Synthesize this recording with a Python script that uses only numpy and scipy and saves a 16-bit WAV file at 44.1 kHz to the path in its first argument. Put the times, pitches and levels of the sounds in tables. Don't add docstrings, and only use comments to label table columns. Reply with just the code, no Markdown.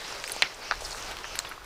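import sys
import numpy as np
from scipy import signal
from scipy.fft import rfft, irfft
from scipy.io import wavfile

SR = 44100
rng = np.random.default_rng(int(sys.argv[2]) if len(sys.argv) > 2 else 0)


def boost_factor(decibels):
    exponent = np.asarray(decibels, float) / 20
    return 10 ** exponent


def transcribe(signal):
    frames = np.atleast_2d(signal).T
    limited = np.clip(frames, -1, 1)
    pcm = np.round(limited * 32767).astype(np.int16)
    wavfile.write(sys.argv[1], SR, pcm)


N = 72765


def in_time(rows):
    s, *columns = np.transpose(rows)
    return [np.interp(np.arange(N) / SR, s, c) for c in columns]


def rms_one(x):
    return x / np.sqrt(np.mean(x ** 2) + 1e-20)


def drift(rate_hz, size=N):
    r = np.exp(-2 * np.pi * rate_hz / SR)
    noise = rng.standard_normal(size + SR)
    return rms_one(signal.lfilter([1], [1, -2 * r, r * r], noise)[SR:])


def colour(x, points):
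    hz, db = np.transpose(points)
    log_hz = np.log(np.fft.rfftfreq(len(x), 1 / SR) + 1)
    return irfft(rfft(x) * boost_factor(np.interp(log_hz, np.log(hz), db)), len(x))


def coloured_noise(points):
    return rms_one(colour(rng.standard_normal(N), points))


def ring(x, hz, t60):
    r, w = boost_factor(-60 / (t60 * SR)), 2 * np.pi * hz / SR
    return signal.lfilter([0, np.sin(w)], [1, -2 * r * np.cos(w), r * r], x + 1e-18)


def filtered(x, order, hz, kind):
    return signal.sosfilt(signal.butter(order, hz, kind, fs=SR, output="sos"), x)


def drops(rows, width, hit_db):
    splash_db, splash_t60_s = -8.5, 0.048
    edge, lowest_hz = 1.26, 454
    size = 4410
    out, t = np.zeros(N + SR), np.arange(size) / SR
    for s, db, hz, t60 in rows:
        rattle = boost_factor(-60 * t / max(t60, .001))
        spray = boost_factor(splash_db - 60 * t / splash_t60_s)
        burst = rng.standard_normal(size) * (rattle + spray)
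        burst[0] = boost_factor(hit_db) * np.sqrt(SR / hz)
        hit = filtered(burst, 2, [hz / width, min(hz * width, .45 * SR)], "band")
        hit = filtered(hit, 3, min(hz * width * edge, .45 * SR), "low")
        start = int(s * SR)
        out[start:start + size] += boost_factor(db) * hit / np.abs(hit).max()
    return filtered(out[:N], 3, lowest_hz, "high")


# (time [s], peak level [dB], leaf pitch [Hz], rattle t60 [s])
LEAF_PATS = [(.047, -26.5, 3400, 0.021), (.080, -31.5, 1245, 0.0074), (.124, -29, 1160, 0.023),
             (.2428, -29, 1980, 0.04), (.298, -28.5, 1600, 0.059), (.4245, -12, 2700, 0.036),
             (.7135, -24, 1510, 0.033), (.7235, -30, 1230, 0.06), (.7375, -29, 1310, 0.033),
             (.807, -31, 925, 0.059), (.820, -28.5, 560, 0.056), (.929, -33.5, 810, 0.027),
             (.947, -26, 1210, 0.0095), (1.118, -28, 2880, 0.04), (1.2435, -21, 1660, 0.033),
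             (1.251, -30, 1490, 0.023), (1.400, -29, 1300, 0.016), (1.4476, -30.5, 960, 0.025),
             (1.4495, -25.5, 2650, 0.048), (1.520, -28.5, 1860, 0.014), (1.578, -30.5, 1050, 0.018),
             (1.619, -35, 1350, 0.0088)]


def pats():
    return drops(LEAF_PATS, width=1.4, hit_db=8)


# (time [s], peak level [dB], pitch [Hz], rattle t60 [s])
SPLASH_TICKS = [(.0795, -28.5, 5560, .008), (.090, -39.5, 9000, 0.0055), (.124, -30, 5400, 0.0098),
                (.1995, -31, 5200, 0.01), (.2405, -30.5, 7070, .005), (.2775, -38, 13300, .005),
                (.2875, -38, 13300, .005), (.3205, -32, 10500, 0.02), (.4245, -24, 4600, .012),
                (.545, -34, 7000, 0.0045), (.849, -26.5, 4980, 0.059), (.855, -29, 4500, 0.038),
                (.917, -28.5, 4930, 0.015), (.925, -29, 4570, 0.027), (1.025, -29.5, 5900, 0.0054),
                (1.113, -37.5, 8200, .03), (1.357, -28.5, 10600, 0.0058), (1.3675, -39, 11000, .004),
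                (1.3936, -32, 7400, 0.02), (1.3955, -38, 14300, .015), (1.4915, -35, 11300, .004)]


def ticks():
    return drops(SPLASH_TICKS, width=1.13, hit_db=5)


# (time [s], peak level [dB], middle pitch [Hz], rattle t60 [s])
STONE_SMACKS = [(.2404, -19, 2300, .003), (.2774, -29, 4500, .004), (.2854, -27, 5200, .004),
                (.2964, -18.5, 3800, .006), (.3042, -28, 5200, .004), (.3189, -28, 8000, .004),
                (.3637, -25, 2300, .003), (.3639, -33, 9500, .004), (.4222, -1, 1850, .0024),
                (.4231, -23.5, 670, .013), (.4225, -27, 10500, .006), (.7113, -30, 2500, .005),
                (.7209, -26, 1700, .006), (1.1125, -27, 1600, .04), (1.1135, -32, 9500, .025),
                (1.1692, -22.5, 2000, .006), (1.1695, -31, 9500, .008), (1.1881, -27, 3300, .006),
                (1.3549, -18.5, 2100, .007), (1.3552, -25, 9500, .012), (1.3902, -21, 10500, .009),
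                (1.3905, -18, 2500, .011), (1.6455, -33, 6200, .005)]


def smacks():
    return drops(STONE_SMACKS, width=2.2, hit_db=11)


# (time [s], peak level [dB], pitch [Hz], swell [ms])
RINGING_DROPS = [(.2403, -24.5, 2340, 0.44), (0.2773, -25, 2370, 0.63), (0.2774, -27, 8370, 0.6),
                 (0.2866, -34, 8500, .8), (0.3194, -20, 9700, 0.37), (0.3189, -23, 10800, .7),
                 (0.3185, -25.5, 4280, 0.75), (0.324, -28, 11200, 0.46), (0.3229, -25, 9000, 0.33),
                 (0.3641, -23.5, 700, 0.75), (.364, -29, 7500, 0.32), (0.4229, -25.5, 7300, 0.68),
                 (0.422, -23, 8730, 0.67), (.4225, -14, 2050, 0.26), (.4230, -10, 4105, 0.79),
                 (0.4265, -12, 2070, 0.99), (0.4305, -26, 2200, 1.7), (0.4332, -21, 1760, .8),
                 (0.7112, -10.5, 1500, 0.76), (.7108, -27.5, 5860, 0.52), (0.7116, -19.5, 4570, 0.62),
                 (.7115, -24.5, 2510, 1), (0.7112, -29, 3530, 0.93), (0.713, -23, 740, 1.38),
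                 (0.7203, -26, 3810, .7), (0.721, -14.5, 1330, 0.66), (0.7229, -25, 826, 0.82),
                 (0.7273, -29, 1500, 0.91), (1.3548, -47, 3430, 0.72), (1.3902, -11.5, 7640, 0.26),
                 (1.3902, -14.5, 4000, 0.35), (1.3903, -26, 5220, 0.81), (1.3883, -26.5, 1360, 0.64),
                 (1.3957, -33, 4140, 2.1), (1.47, -36.5, 3440, 2.4), (1.5136, -28, 1390, 1.4)]


def plinks():
    size = 1323
    out, t = np.zeros(N + SR), np.arange(size) / SR
    for s, db, hz, swell_ms in RINGING_DROPS:
        u = 1000 * t / max(swell_ms, .1)
        swell = (u * np.exp(1 - u)) ** 2
        start = int(s * SR)
        out[start:start + size] += boost_factor(db) * swell * np.sin(2 * np.pi * hz * t)
    return out[:N]


# (time [s], peak level [dB], pitch [Hz])
LEAF_FLECKS = [(0.8091, -39, 6420), (0.8091, -30, 6800), (0.8333, -37, 7330), (0.8434, -32, 6480),
               (0.852, -32, 6010), (0.8644, -33, 9040), (0.8814, -37, 8120), (0.892, -40, 6300),
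               (0.9083, -26, 6190), (0.9294, -28.5, 6600), (0.949, -35, 6140), (0.9574, -34, 6610),
               (0.9654, -39, 6560), (0.9764, -37, 8330), (1.046, -34, 6140), (1.0634, -33, 6450)]


def flecks():
    t60_s, trim_db = 0.0064, -0.5
    rows = [(s, db + trim_db, hz, t60_s) for s, db, hz in LEAF_FLECKS]
    return drops(rows, width=1.4, hit_db=5)


# (pitch [Hz], width [Hz], level [dB])
LEAF_HOLLOWS = [
    (1480, 220, -9),
    (2250, 170, 0),
    (2800, 420, -9),
]


def hollow():
    start_s, settled_s, level_db, t60_s = .434, .49, -31, 0.2
    t = np.arange(N) / SR - start_s
    noise = rng.standard_normal(N)
    body = sum(boost_factor(db) * rms_one(ring(noise, hz, 2.2 / width)) for hz, width, db in LEAF_HOLLOWS)
    dying = boost_factor(level_db - 60 * np.maximum(t, 0) / t60_s)
    onset = np.clip(t / 0.0012, 0, 1)
    settling = np.clip((settled_s - start_s - t) / .022, .3, 1)
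    return dying * onset * settling * body


def bubble():
    start_s, length_s, level_db = .2435, .036, -40
    from_hz, to_hz = 4230, 5550
    u = np.clip((np.arange(N) / SR - start_s) / length_s, 0, 1)
    hz = from_hz + (to_hz - from_hz) * u ** 0.8
    swell = np.sqrt(np.sin(np.pi * u).clip(0))
    return boost_factor(level_db) * swell * np.sin(2 * np.pi * np.cumsum(hz) / SR)


# (time [s], level [dB])
SHOWER_CURVE = [(0, 1), (.1, 1), (.22, 1), (.27, 3), (.36, 3.5), (.40, 0.5), (.52, -4.5), (.60, -7),
                (.70, -1), (.795, 0), (.81, 3), (.96, 3), (1.10, 0.5), (1.15, -5), (1.34, -3.5),
                (1.41, 0.5), (1.47, -5.5), (1.65, -22)]


def shower():
    return in_time(SHOWER_CURVE)[0]


# (pitch [Hz], level [dB per Hz])
PATTER_COLOUR = [(300, -19), (600, -7), (1400, -15.5), (3300, -1.5), (4600, 4.5), (6200, 2.5), (7500, 1),
                 (16000, -14.5)]


def patter():
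    level_db, drops_per_s, size_spread_db, grain_cycles = -48.5, 5000, 2.5, 7.4
    sizes = boost_factor(size_spread_db * np.minimum(rng.exponential(1, N), 4.5)) * rng.choice([-1, 1], N)
    born = rng.random(N) < drops_per_s * boost_factor(1.5 * drift(12)) / SR
    clicks = sizes * born
    pitch_number = rng.integers(0, 24, N)
    grains = np.zeros(N)
    for k, hz in enumerate(np.geomspace(400, 16000, 24)):
        t60 = grain_cycles / hz
        once = ring(clicks * (pitch_number == k), hz, t60)
        grains += ring(once, hz, t60) * hz / SR
    return boost_factor(level_db + shower()) * rms_one(colour(grains, PATTER_COLOUR))


# (pitch [Hz], level [dB per Hz])
MIST_COLOUR = [(3000, -31), (6000, 3.5), (9000, -1), (12000, -13), (16000, -11)]


def mist():
    level_db, follows = -61.5, 3.93
    flutter_db = 1.5 * drift(60)
    return boost_factor(level_db + follows * shower() + flutter_db) * coloured_noise(MIST_COLOUR)


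# (time [s], length [s], level [dB], pitch [Hz])
BIRD_CALLS = [
    (-.2, 0.29, -46, 2300),
    (0.05, 0.12, -45, 2911),
    (0.322, .16, -43, 2883),
    (0.608, 0.14, -44, 2883),
    (0.964, 0.14, -46.5, 2840),
    (1.228, 0.15, -46.5, 3000),
]


def bird():
    rise, fall, edge_s, hoarse, first_partial_db = .2, 0.31, 0.0081, 0.13, -0.5
    yard_t60_s, yard_db = 0.79, -1.5
    t = np.arange(-SR // 2, N) / SR
    calls = np.zeros(len(t))
    wobble = 1 + hoarse * drift(247.94, size=len(t))
    for s, length, db, hz in BIRD_CALLS:
        u = np.clip((t - s) / length, 0, 1)
        arch = 1 - rise * (1 - u) ** 3 - fall * u ** 3
        phase = 2 * np.pi * np.cumsum(hz * wobble * arch) / SR
        level = boost_factor(db) * np.clip(np.minimum(u, 1 - u) * length / edge_s, 0, 1)
        calls += level * (boost_factor(first_partial_db) * np.sin(phase) + np.sin(2 * phase))
    tail = rng.standard_normal(SR) * boost_factor(-60 * np.arange(SR) / SR / yard_t60_s)
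    echoes = signal.fftconvolve(calls, boost_factor(yard_db) * tail / np.sqrt(np.sum(tail ** 2)))
    return (calls + echoes[:len(t)])[SR // 2:]


# (pitch [Hz], level [dB per Hz])
FAR_RAIN_COLOUR = [(59, -45), (100, -6), (229, -10.5), (415, -2), (502, -3.5), (1450, -2), (2080, -7.5),
                   (4870, -12), (16000, -33.5)]


def far_rain():
    level_db, follows = -43, 0.12
    breathing_db = 1.94 * drift(10.0)
    return boost_factor(level_db + follows * shower() + breathing_db) * coloured_noise(FAR_RAIN_COLOUR)


# (time [s], level [dB])
BREEZE_CURVE = [(0.0, -57), (0.454, -56.5), (0.486, -62.5), (0.706, -52.5), (0.766, -46), (1.158, -50),
                (1.65, -52.5)]


def breeze():
    db, = in_time(BREEZE_CURVE)
    low = filtered(rng.standard_normal(N + SR), 2, [12, 49.2], "band")[SR:]
    return boost_factor(db) * rms_one(low)


# (pitch [Hz], level [dB per Hz])
HISS_COLOUR = [(100, -30), (400, -4), (1500, -10.5), (5000, -10.5), (9000, -2.5), (16000, 1)]


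def hiss():
    return boost_factor(-59.5) * np.array([coloured_noise(HISS_COLOUR) for _ in range(2)])


def scene():
    near = pats() + ticks() + smacks() + plinks() + flecks() + hollow() + bubble()
    around = patter() + mist() + bird() + far_rain() + breeze()
    return np.tile(near + around, (2, 1))


def band_limit(x):
    return signal.sosfilt(signal.butter(12, 16500, fs=SR, output="sos"), x)


def record(dry):
    noisy = dry + hiss()
    top_cut = signal.cheby2(10, 33, 15900, fs=SR, output="sos")
    mix = np.clip(signal.sosfilt(top_cut, noisy), -1, 1)
    return band_limit(mix)


dry = scene()
out = record(dry)
transcribe(out)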